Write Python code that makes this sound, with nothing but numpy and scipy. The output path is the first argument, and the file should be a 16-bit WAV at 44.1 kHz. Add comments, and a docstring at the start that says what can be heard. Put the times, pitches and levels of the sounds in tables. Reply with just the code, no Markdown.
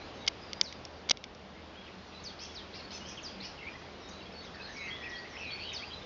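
"""Garden pond birds and a clicking case

Small birds sing near and far around a garden pond: wavering near-sine notes, some buzzed, some two-voiced, with
sparse echoes off trees and walls. Distant traffic and leaves are slowly swelling shaped noise, with two far
machine tones. Close by, fingers click the plastic case of a small camera: sharp releases and dying rattles ring
its modes. Its gain control then ducks the whole sound, clicks and birds alike, and its microphone colours the
sound."""
import sys
import numpy as np
from scipy import signal
from scipy.io import wavfile
from scipy.ndimage import uniform_filter1d

SR = 44100
rng = np.random.default_rng(int(sys.argv[2]) if len(sys.argv) > 2 else 0)


def digitize_waveform(pressure):
    """Quantize a signal to 16-bit integers and store it at the path in sys.argv[1].

    Rows of a 2-D input are taken as channels; values are limited to [-1, 1].
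    """
    field = np.atleast_2d(pressure).T
    bounded = np.clip(field, -1, 1)
    quanta = np.round(bounded * 32767).astype(np.int16)
    wavfile.write(sys.argv[1], SR, quanta)


def field_ratio(decibels):
    """Amplitude ratio for a level in dB (20 dB per decade); scalars and array-likes work."""
    return 10 ** (np.asarray(decibels, dtype=float) / 20)


N = 266805  # length in samples


def evened(x):
    """Scales a signal to rms 1."""
    return x / np.sqrt(np.mean(x ** 2) + 1e-20)


def read(points, hz):
    """Reads a spectrum on a log-frequency axis."""
    f, value = np.transpose(points)
    return np.interp(np.log(hz + 1), np.log(f + 1), value)


def add(mix, s, sound):
    """Mixes a sound in at a time in seconds."""
    part = mix[round(s * SR):][:len(sound)]
    part += sound[:len(part)]


def wander(count, hz):
    """Smooth chance of rms 1, up to about hz: noise through two equal one-pole low-passes."""
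    pole = np.exp(-2 * np.pi * hz / SR)
    noise = rng.standard_normal(count + 800)
    settled = signal.lfilter([1], [1, -2 * pole, pole ** 2], noise)[800:]
    return evened(settled)


def resonate(x, hz, width):
    """One resonance of gain 1: a complex pole, width in Hz."""
    pole = np.exp((2j * np.pi * hz - np.pi * width) / SR)
    return 2 * signal.lfilter([1 - abs(pole)], [1, -pole], x).real


def slow(curve):
    """Joins the points of a curve sample by sample."""
    s, *values = np.transpose(curve)
    return [np.interp(np.arange(N) / SR, s, v) for v in values]


def surges():
    """Gain of the far engine: a rest level with smooth bell-shaped surges added."""
    # surges of the far engine: centre_s, half_width_s, level_db
    engine_surges = [(.55, .2, -62.5), (1.5, 0.23, -61), (2.1, 0.23, -59.5), (2.95, 0.22, -57),
                     (3.38, .12, -53), (4.2, 0.33, -61), (5.5, 0.67, -68)]
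    rest_db = -70
    t = np.arange(N) / SR
    return field_ratio(rest_db) + sum(field_ratio(db) * np.exp(-((t - s) / w) ** 2) for s, w, db in engine_surges)


def air():
    """Distant background: random short-time spectra, hum below and patchy leaves above, and two far tones."""
    # colour of the background before the hum and leaves are levelled: hz, relative_db_per_hz
    background = [(20, -22), (45, -2.5), (70, -3.5), (128, -6), (200, -3), (300, -5), (400, -4),
                  (700, -6.5), (1500, -12.5), (2200, -14.5), (3300, -15.5), (5000, -19.5), (6500, -29),
                  (8000, -22)]
    # slow swelling of the two layers: time_s, hum_db, leaves_db
    swell = [(0., -49, -51.5), (.6, -50, -51.5), (1.3, -50.5, -54.5), (1.92, -52, -52.5), (3., -51, -50.5),
             (4.2, -51, -52.5), (5., -51.5, -51), (6.05, -51, -49.5)]
    # steady far machine: pitch_hz, width_hz, level_db
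    drone_hz, width_hz, drone_db = (79, 5, -61.5)
    frames, hz = N // 256 + 5, np.fft.rfftfreq(1024, 1 / SR)
    a, b, patches = rng.standard_normal((frames, 513, 3)).T
    patches = uniform_filter1d(patches, 10, 0)  # across frequency
    patches = evened(uniform_filter1d(patches, 12, 1))  # across time
    shape = field_ratio(read(background, hz))[:, None]
    high = 1 / (1 + (1200 / (hz[:, None] + 1)) ** 4)  # share of the leaves, half at 1200 Hz

    def layer(share):
        spectra = (a + 1j * b) * shape * share
        return evened(signal.istft(spectra, nperseg=1024, noverlap=768)[1][:N])

    hum_db, leaves_db = slow(swell)
    hum = field_ratio(hum_db) * layer(1 - high)
    leaves = field_ratio(leaves_db) * layer(high * field_ratio(1.3 * patches))
    fuzz = evened(resonate(rng.standard_normal(N), drone_hz, width_hz))
    drone = evened(np.sin(2 * np.pi * drone_hz * np.arange(N) / SR) + 0.22 * fuzz)
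    engine = evened(resonate(rng.standard_normal(N), 192.2, 8.3))  # Hz, width Hz
    return hum + leaves + field_ratio(drone_db) * drone + surges() * engine


def columns(rows):
    """Start, soft-ended envelope and smoothly joined control columns of one note."""
    s, *values = np.transpose(rows)
    t = np.arange(s[0], s[-1], 1 / SR)
    ends = np.sin(np.pi / 2 * np.clip(np.minimum(t - s[0], s[-1] - t) / 0.0044, 0, 1))
    joined = [uniform_filter1d(np.interp(t, s, v), 200, mode="nearest") for v in values]
    return s[0], ends * 2 ** .5, joined  # root 2 makes the level of a sine its rms


def angle(hz, waver):
    """Phase of a voice whose pitch wavers by a small rms share."""
    wavering_hz = hz * (1 + waver * wander(len(hz), 120))
    return 2 * np.pi * (np.cumsum(wavering_hz) / SR + rng.random())


def whistles(notes, waver, flutter_db, octave_db, buzz_hz=150, swing=1.4):
    """Near-sine notes with a faint octave; a buzz shakes pitch and level, moving air makes them flutter."""
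    out = np.zeros(N)
    for rows in notes:
        s, ends, (hz, db, buzz) = columns(rows)
        shake = angle(np.full(len(hz), buzz_hz), 0.33)
        phase = angle(hz, waver) + swing * buzz * np.sin(shake)
        level_shake = 1 + np.clip(buzz, 0, 1) * np.cos(shake + 1.6)
        flutter = evened(field_ratio(flutter_db * wander(len(hz), 170)) * level_shake)
        tone = np.sin(phase) + field_ratio(octave_db) * np.sin(2 * phase)
        add(out, s, ends * field_ratio(db) * flutter * tone)
    return out


def arch(u, top, start, end):
    """Zero at the share top of a note, curving to start and end at its two ends."""
    return np.where(u < top, start * (1 - u / top) ** 2, end * ((u - top) / (1 - top)) ** 2)


def glides(notes, buzz):
    """Controls of notes that slide evenly between two pitches and swell in the middle."""
    ends_db = -3.5
    u = np.linspace(0, 1, num=12)
    controls = []
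    for s, length, from_hz, to_hz, db in notes:
        hz = from_hz + (to_hz - from_hz) * u
        controls.append(np.c_[s + u * length, hz, db + arch(u, .5, ends_db, ends_db), buzz + 0 * u])
    return controls


def high_birds():
    """Several birds in the trees: thin high whistles with very little octave."""
    # notes, level at mid-note: start_s, length_s, from_hz, to_hz, level_db
    peeps = [(0., .045, 3790, 4250, -58), (.045, .03, 4300, 4800, -64), (.13, 0.077, 6200, 6290, -68.5),
             (.17, 0.1, 3750, 3850, -60.5), (.238, .014, 2300, 2080, -55.5), (.245, .012, 3280, 3470, -54),
             (.415, 0.038, 5000, 4930, -55.5), (.47, .05, 4890, 4780, -64), (.55, .06, 4870, 4960, -59.5),
             (.69, .1, 4750, 4850, -62.5), (2.06, .055, 5870, 5650, -70), (2.135, 0.051, 4030, 3940, -56),
             (2.195, .015, 4800, 4360, -59), (2.465, .07, 3430, 3340, -58), (2.835, 0.022, 4370, 4430, -52),
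             (3.7, 0.054, 5020, 4960, -63), (3.78, .04, 6600, 3560, -65), (3.83, 0.055, 3310, 3320, -68),
             (4., 0.044, 5900, 5080, -61.5), (4.02, 0.092, 3810, 3670, -61.5),
             (4.1, .035, 3820, 3870, -57.5), (4.082, .02, 7450, 5300, -52.5),
             (4.105, 0.038, 5000, 4070, -60), (4.13, 0.073, 4070, 3860, -58),
             (4.43, 0.026, 6600, 5550, -61.5), (4.45, .014, 5640, 4370, -56.5),
             (4.763, .022, 5800, 3930, -52), (4.785, 0.072, 3980, 3920, -53),
             (5.09, 0.032, 6570, 3400, -54), (5.125, 0.038, 3366, 3250, -50.5),
             (4.22, 0.024, 4420, 4600, -59), (4.32, .02, 5130, 5530, -61),
             (4.335, 0.097, 4455, 4420, -57.5), (4.535, .03, 4700, 4300, -60),
             (4.55, 0.012, 5220, 5600, -59), (4.608, .022, 3720, 4280, -53), (4.63, 0.035, 4280, 4300, -51),
             (4.66, 0.026, 4290, 3590, -53), (4.615, .025, 4600, 5100, -59), (4.64, .03, 5050, 4460, -59),
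             (4.688, 0.025, 6570, 6020, -64), (4.715, .045, 6200, 5580, -60),
             (4.76, 0.035, 5600, 5640, -63), (4.69, 0.083, 3930, 3960, -62), (4.73, .17, 6560, 6300, -66),
             (4.78, .12, 4990, 4900, -65), (4.85, 0.063, 6100, 5580, -68.5),
             (4.88, 0.018, 4500, 4400, -53.5), (5.015, 0.056, 5280, 5140, -61),
             (5.08, 0.036, 5070, 5070, -63), (5.115, .06, 5680, 5260, -66.5),
             (5.29, 0.028, 6280, 5660, -62.5), (5.315, .03, 5650, 5460, -60),
             (5.345, 0.024, 5470, 5060, -57), (5.37, .03, 5020, 6300, -59), (5.4, .018, 6200, 5080, -57),
             (5.418, .014, 4900, 5900, -57), (5.435, .02, 4540, 3940, -56), (5.465, 0.045, 3930, 3920, -51),
             (5.505, 0.06, 4474, 4430, -47), (5.645, .115, 3990, 3550, -52),
             (5.775, 0.024, 4700, 4770, -56), (5.8, .035, 4770, 4330, -52.5),
             (5.85, 0.057, 4720, 4830, -55.5), (5.93, 0.021, 3930, 3994, -45.5),
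             (5.965, 0.023, 3890, 3880, -57), (6.01, 0.028, 3500, 3740, -56)]
    return whistles(glides(peeps, buzz=0.12), waver=.005, flutter_db=2.5, octave_db=-45)


def slips():
    """Each snap as a quick run of uneven stick-slips, a creak; only the first pushes the body."""
    # snaps of the case: start_s, ring_peak_db, brightness_0_to_1, slip_count, low_push_db
    snap_table = [(.2653, -31, .6, 1, -50), (.2762, -16, .45, 7, -36), (.5317, -20, .6, 1, -50),
                  (.6122, -7, .95, 1, -22), (.6128, -12, .7, 2, -40), (.7257, -28, .5, 1, -55),
                  (.8515, -28, .9, 1, -55), (1.0904, -25, .3, 1, -40), (1.0964, -11, .8, 1, -40),
                  (1.0987, -28, .5, 1, -55), (1.103, -28, .55, 1, -55), (1.1088, -11, .4, 1, -30),
                  (1.1103, -10, .7, 4, -12), (1.1717, -27, .35, 1, -55), (1.2401, -26, .4, 1, -55),
                  (1.349, -40, .95, 1, -60)]
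    gap_s, spread_db, colour = .00125, 3, .15
    ring_s, ring_s_per_db = .004, .0005  # t60 of the rattle: softer slips rattle longer
    for s, db, bright, count, push_db in snap_table:
        chances = rng.uniform(-1, 1, (count, 3)) * (np.arange(count) > 0)[:, None]  # first slip exact
        for k, (late, loud, tone) in enumerate(chances):
            slip_s = s + gap_s * (k + late / 5)
            slip_db = db + spread_db * loud
            t60 = ring_s - ring_s_per_db * slip_db
            yield slip_s, slip_db, bright + colour * tone, t60, field_ratio(push_db) * (k == 0)


def snaps():
    """A sharp release, then a dying rattle, rings the modes of the case; some push the whole body."""
    # modes of the plastic case, levels at brightness 0.5: mode_hz, width_hz, level_db
    case_modes = [(1300, 810, -20), (2150, 180, 3), (3300, 650, 0.5), (4700, 700, 2), (5800, 1280, -3.5)]
    tilt_db = 22  # dB an octave between brightness 0 and 1, about 3300 Hz
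    out, t = np.zeros(N), np.arange(1500) / SR
    for s, db, bright, t60, shove in slips():
        drive = .2 * rng.standard_normal(len(t)) * field_ratio(-60 * t / t60)
        drive[0] = -1.6  # the release
        ring = np.zeros(len(t))
        for k, (hz, width_hz, mode_db) in enumerate(case_modes):
            tilted_db = mode_db + tilt_db * (bright - .5) * np.log2(hz / 3300)
            ring += (-1) ** k * field_ratio(tilted_db) * resonate(drive, hz, width_hz)
        push = -(1 - t / .0004) * np.exp(-t / .0004)
        add(out, s, field_ratio(db) * ring / abs(ring).max() + shove * push)
    return out


def chirrup(start, length, top_hz, bottom_hz, db):
    """Controls of one falling call: pitch sinks fast, then levels; loudness peaks partway."""
    fall_s, loudest_at, start_db, end_db = .03, 0.31, -17, -10
    u = np.linspace(0, 1, num=24)
    hz = bottom_hz + (top_hz - bottom_hz) * np.exp(-u * length / fall_s)
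    return np.c_[start + u * length, hz, db + arch(u, loudest_at, start_db, end_db), 0.12 + 0 * u]


def stepped_call(start, knee_s, knee_hz, db, tail_db):
    """Controls of one stepped call: pitch falls to a loud shoulder, then drops to a softer tail."""
    top_hz, fall_s, start_db = 7500, 0.019, -15.5
    drop_s, tail_s, tail_hz = .011, .035, 3150
    t = np.linspace(0, knee_s + tail_s, num=40)
    after, left = np.maximum(t - knee_s, 0), np.exp(-knee_s / fall_s)
    fall = np.maximum(np.exp(-t / fall_s) - left, 0) / (1 - left)
    drop = 1 - np.exp(-after / drop_s)
    hz = knee_hz + (top_hz - knee_hz) * fall - (knee_hz - tail_hz) * drop
    level_db = db + start_db * fall + tail_db * np.minimum(2 * drop, 1)
    return np.c_[start + t, hz, level_db, 0.12 + 0 * t]


def near_bird():
    """A bird close by: falling and stepped whistled calls with a stronger octave."""
    # falling calls, level at the loudest point: start_s, length_s, top_hz, bottom_hz, level_db
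    chirrups = [(0.619, 0.083, 7730, 3340, -45.5), (2.539, .085, 6990, 2740, -47)]
    # stepped calls: start_s, shoulder_after_s, shoulder_hz, level_db, tail_relative_db
    stepped = [(2.232, 0.048, 4350, -42.5, -10.5), (3.224, .046, 4660, -41.5, -18),
               (5.725, .045, 4420, -41, -7.5)]
    calls = [chirrup(*row) for row in chirrups] + [stepped_call(*row) for row in stepped]
    return whistles(calls, waver=.006, flutter_db=2, octave_db=-32)


def far_bird():
    """A bird farther off: low clear whistles, notes roughened by the buzz, and two long phrases."""
    # clear notes, level at mid-note: start_s, length_s, from_hz, to_hz, level_db
    song = [(1.55, .04, 2150, 2095, -59), (1.745, 0.031, 2850, 3300, -59), (1.77, 0.077, 3320, 3300, -55.5),
            (1.86, 0.014, 2480, 3470, -51), (1.875, .02, 2810, 1900, -53.5), (2.11, 0.028, 2690, 2695, -60),
            (3.005, .025, 2940, 2870, -51.5), (3.045, 0.026, 2930, 3250, -50.5),
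            (3.11, 0.03, 2470, 2500, -55), (3.17, 0.032, 3430, 2430, -46.5), (3.575, .015, 2900, 2900, -56),
            (3.588, .014, 2690, 2670, -49.5), (3.606, 0.012, 2640, 2730, -51),
            (3.608, 0.014, 2150, 2120, -49), (3.624, .013, 2770, 2620, -51), (3.626, .016, 2210, 2020, -46),
            (3.648, 0.019, 2060, 2250, -47), (3.664, .028, 2230, 2520, -43),
            (3.735, 0.017, 1840, 2030, -53), (3.752, 0.0097, 1980, 2040, -44.5),
            (3.285, .035, 3230, 3180, -55.5), (4.2, 0.014, 3600, 2700, -57),
            (4.205, .025, 2790, 2720, -55.5), (4.25, 0.027, 3350, 3310, -55), (4.42, .025, 2020, 2150, -60),
            (4.595, .025, 2594, 2530, -50.5), (4.9, 0.066, 3217, 3390, -44.5),
            (5.025, 0.026, 2215, 2800, -45), (5.05, .022, 2700, 2230, -44), (5.24, .02, 2390, 2870, -56.5),
            (5.25, 0.019, 1950, 2260, -49), (5.27, 0.13, 1936, 1930, -59),
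            (5.365, 0.016, 2220, 3280, -45.5), (5.382, 0.013, 3340, 2650, -52),
            (5.79, 0.026, 1940, 2090, -54), (5.818, .032, 2060, 2900, -45)]
    # buzzy notes, level at mid-note: start_s, length_s, from_hz, to_hz, level_db
    burrs = [(3.27, 0.029, 4740, 4920, -53), (3.3, .05, 4920, 4760, -63), (3.425, 0.026, 3620, 2960, -54),
             (4.4, 0.071, 3400, 3530, -62.5), (4.465, 0.028, 3450, 3260, -55),
             (4.405, 0.017, 3830, 3840, -56.5), (4.44, 0.014, 3720, 3940, -53),
             (4.54, 0.096, 1864, 1494, -54.5), (4.63, 0.1, 1490, 1850, -54), (4.8, 0.098, 2440, 2696, -50),
             (4.98, 0.086, 3380, 3420, -57), (5.155, .02, 4200, 4450, -48.5),
             (5.18, 0.031, 4750, 4470, -49.5), (5.33, 0.044, 2184, 1990, -51),
             (5.5, .02, 3290, 3270, -45.5), (5.52, .05, 3500, 3130, -58), (5.58, 0.1, 3150, 3220, -55),
             (5.59, .075, 4370, 4530, -48.5), (5.715, .02, 2340, 2800, -47.5),
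             (5.725, 0.019, 2050, 2270, -51), (5.9, 0.035, 3150, 3150, -49)]
    # two long phrases, points in time: time_s, pitch_hz, level_db, buzz_0_to_1
    phrases = [
        [(4.745, 2220, -57.5, .7), (4.78, 2250, -47, 0.4), (4.9, 2055, -46.5, 0.57), (4.96, 2020, -52.5, 0.3),
         (5.03, 1892, -50, 0.3), (5.1, 1930, -48, .35), (5.17, 1925, -48.5, 0.2), (5.25, 1915, -53, .2)],
        [(5.395, 2658, -44.5, 0.3), (5.44, 2580, -46.5, 0.7), (5.5, 2410, -43.5, 0.3), (5.56, 2310, -54, 0.9),
         (5.61, 2530, -48.5, 0.5), (5.65, 2870, -50, 0.6), (5.69, 3150, -43.5, 0.8), (5.72, 3100, -53, .9),
         (5.76, 2900, -50, .8)],
    ]
    notes = glides(song, buzz=0.12) + glides(burrs, buzz=0.64) + phrases
    return whistles(notes, waver=.008, flutter_db=2.5, octave_db=-40)


def duet(start, top_s, low_hz, up_hz, db):
    """Controls of one harsh chirp: both pitches and the effort follow one arch."""
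    length_s, sag_in, sag_out = 0.082, .27, .13  # pitch sags as shares of the top pitch
    weak_in_db, weak_out_db = -5.5, -5.5
    voices_db, sum_db = -4.5, -2.5  # voices and sum tone against the lower octave
    u, top = np.linspace(0, 1, num=24), top_s / length_s
    rise = 1 - arch(u, top, sag_in, sag_out)
    effort_db = db + arch(u, top, weak_in_db, weak_out_db)
    return np.c_[start + u * length_s, low_hz * rise, up_hz * rise,
                 effort_db + voices_db, effort_db, effort_db + sum_db]


def duets(waver=.008, flutter_db=3.5, rasp_db=3):
    """Both sides of the syrinx sing: two voices, their louder octave and sum tones, and a shared rasp."""
    # harsh chirps: start_s, top_after_s, lower_top_hz, upper_top_hz, effort_db
    chirps = [(2.387, 0.047, 2707, 3354, -51), (2.733, .028, 2350, 2846, -51.5),
              (2.903, .048, 2628, 3560, -50), (3.054, .04, 2846, 3390, -53), (3.4, .058, 2490, 2964, -49.5)]
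    out = np.zeros(N)
    for row in chirps:
        s, ends, (low, up, voices_db, octave_db, sum_db) = columns(duet(*row))
        a, b = angle(low, waver), angle(up, waver)
        lines = [(a, voices_db - 3.0), (b, voices_db), (2 * a, octave_db), (a + b, sum_db),
                 (2 * b, sum_db - 7.5), (3 * a - b, octave_db - 6.0)]
        voice = np.zeros(len(a))
        for phase, db in lines:
            flutter = evened(field_ratio(flutter_db * wander(len(a), 70)))
            voice += flutter * field_ratio(db) * np.sin(phase)
        rasp = evened(field_ratio(rasp_db * wander(len(a), 500)))
        add(out, s, ends * voice * rasp)
    return out


def garden(x):
    """Sparse echoes of random sign from trees and walls, each pitch dying at its own rate."""
    # decay of the echoes: hz, t60_s
    decay = [(1500, 0.23), (4000, 0.3), (7000, 0.43)]
    taps = np.zeros(SR // 2)
    at = np.arange(100, len(taps) - 20, 20)
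    taps[at + rng.integers(0, 20, len(at))] = rng.choice([-1., 1.], len(at))
    hz, t, z = signal.stft(taps, SR, nperseg=256)
    fading = z * field_ratio(-60 * t / read(decay, hz)[:, None])
    tail = signal.istft(fading, SR, nperseg=256)[1]
    return signal.fftconvolve(x, tail / np.linalg.norm(tail))[:N]


def scene():
    """Birds with their echoes, the distant background and the close clicks, at the microphone."""
    near, far, high, harsh = near_bird(), far_bird(), high_birds(), duets()
    echoes = garden(field_ratio(-3.0) * near + field_ratio(-2.5) * far + field_ratio(-1.0) * high + field_ratio(-2) * harsh)
    return (near + far + high + harsh + echoes + air() + snaps())[None]


def low_pass(x):
    """Removes everything above the highest recorded frequency."""
    return signal.sosfilt(signal.butter(12, 7510, fs=SR, output="sos"), x)


def record(dry):
    """Gain control sinks after loud clicks and creeps back; then the microphone colours the sound."""
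    # microphone and band limit: hz, gain_db
    microphone = [(20, -19.5), (45, 0.48), (5800, 0.86), (6600, -2.5), (7300, -15), (7700, -35),
                  (8500, -44), (9200, -67), (22050, -94)]
    power_db = 10 * np.log10(uniform_filter1d(dry[0] ** 2, 200) + 1e-12)
    over_db = np.maximum(power_db + 30, 0)  # excess above -30 dB

    def held(s):  # sums the excess over time and leaks it away over s seconds
        return signal.lfilter([1 / SR], [1, -np.exp(-1 / (s * SR))], over_db)

    late = 300  # samples before the gain responds
    duck_db = np.r_[np.zeros(late), 18 * held(.09) + 12 * held(1.1)][:N]
    ducked = dry * field_ratio(-duck_db)
    log_gain = np.log(field_ratio(read(microphone, np.abs(np.fft.fftfreq(8192, 1 / SR)))))
    # minimum phase, causal: nothing rings before a click
    colour = np.fft.ifft(np.exp(signal.hilbert(log_gain).conj())).real[:4096]
    mix = signal.oaconvolve(ducked, colour[None])[:, :N]
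    return low_pass(mix)


dry = scene()
out = record(dry)
digitize_waveform(out)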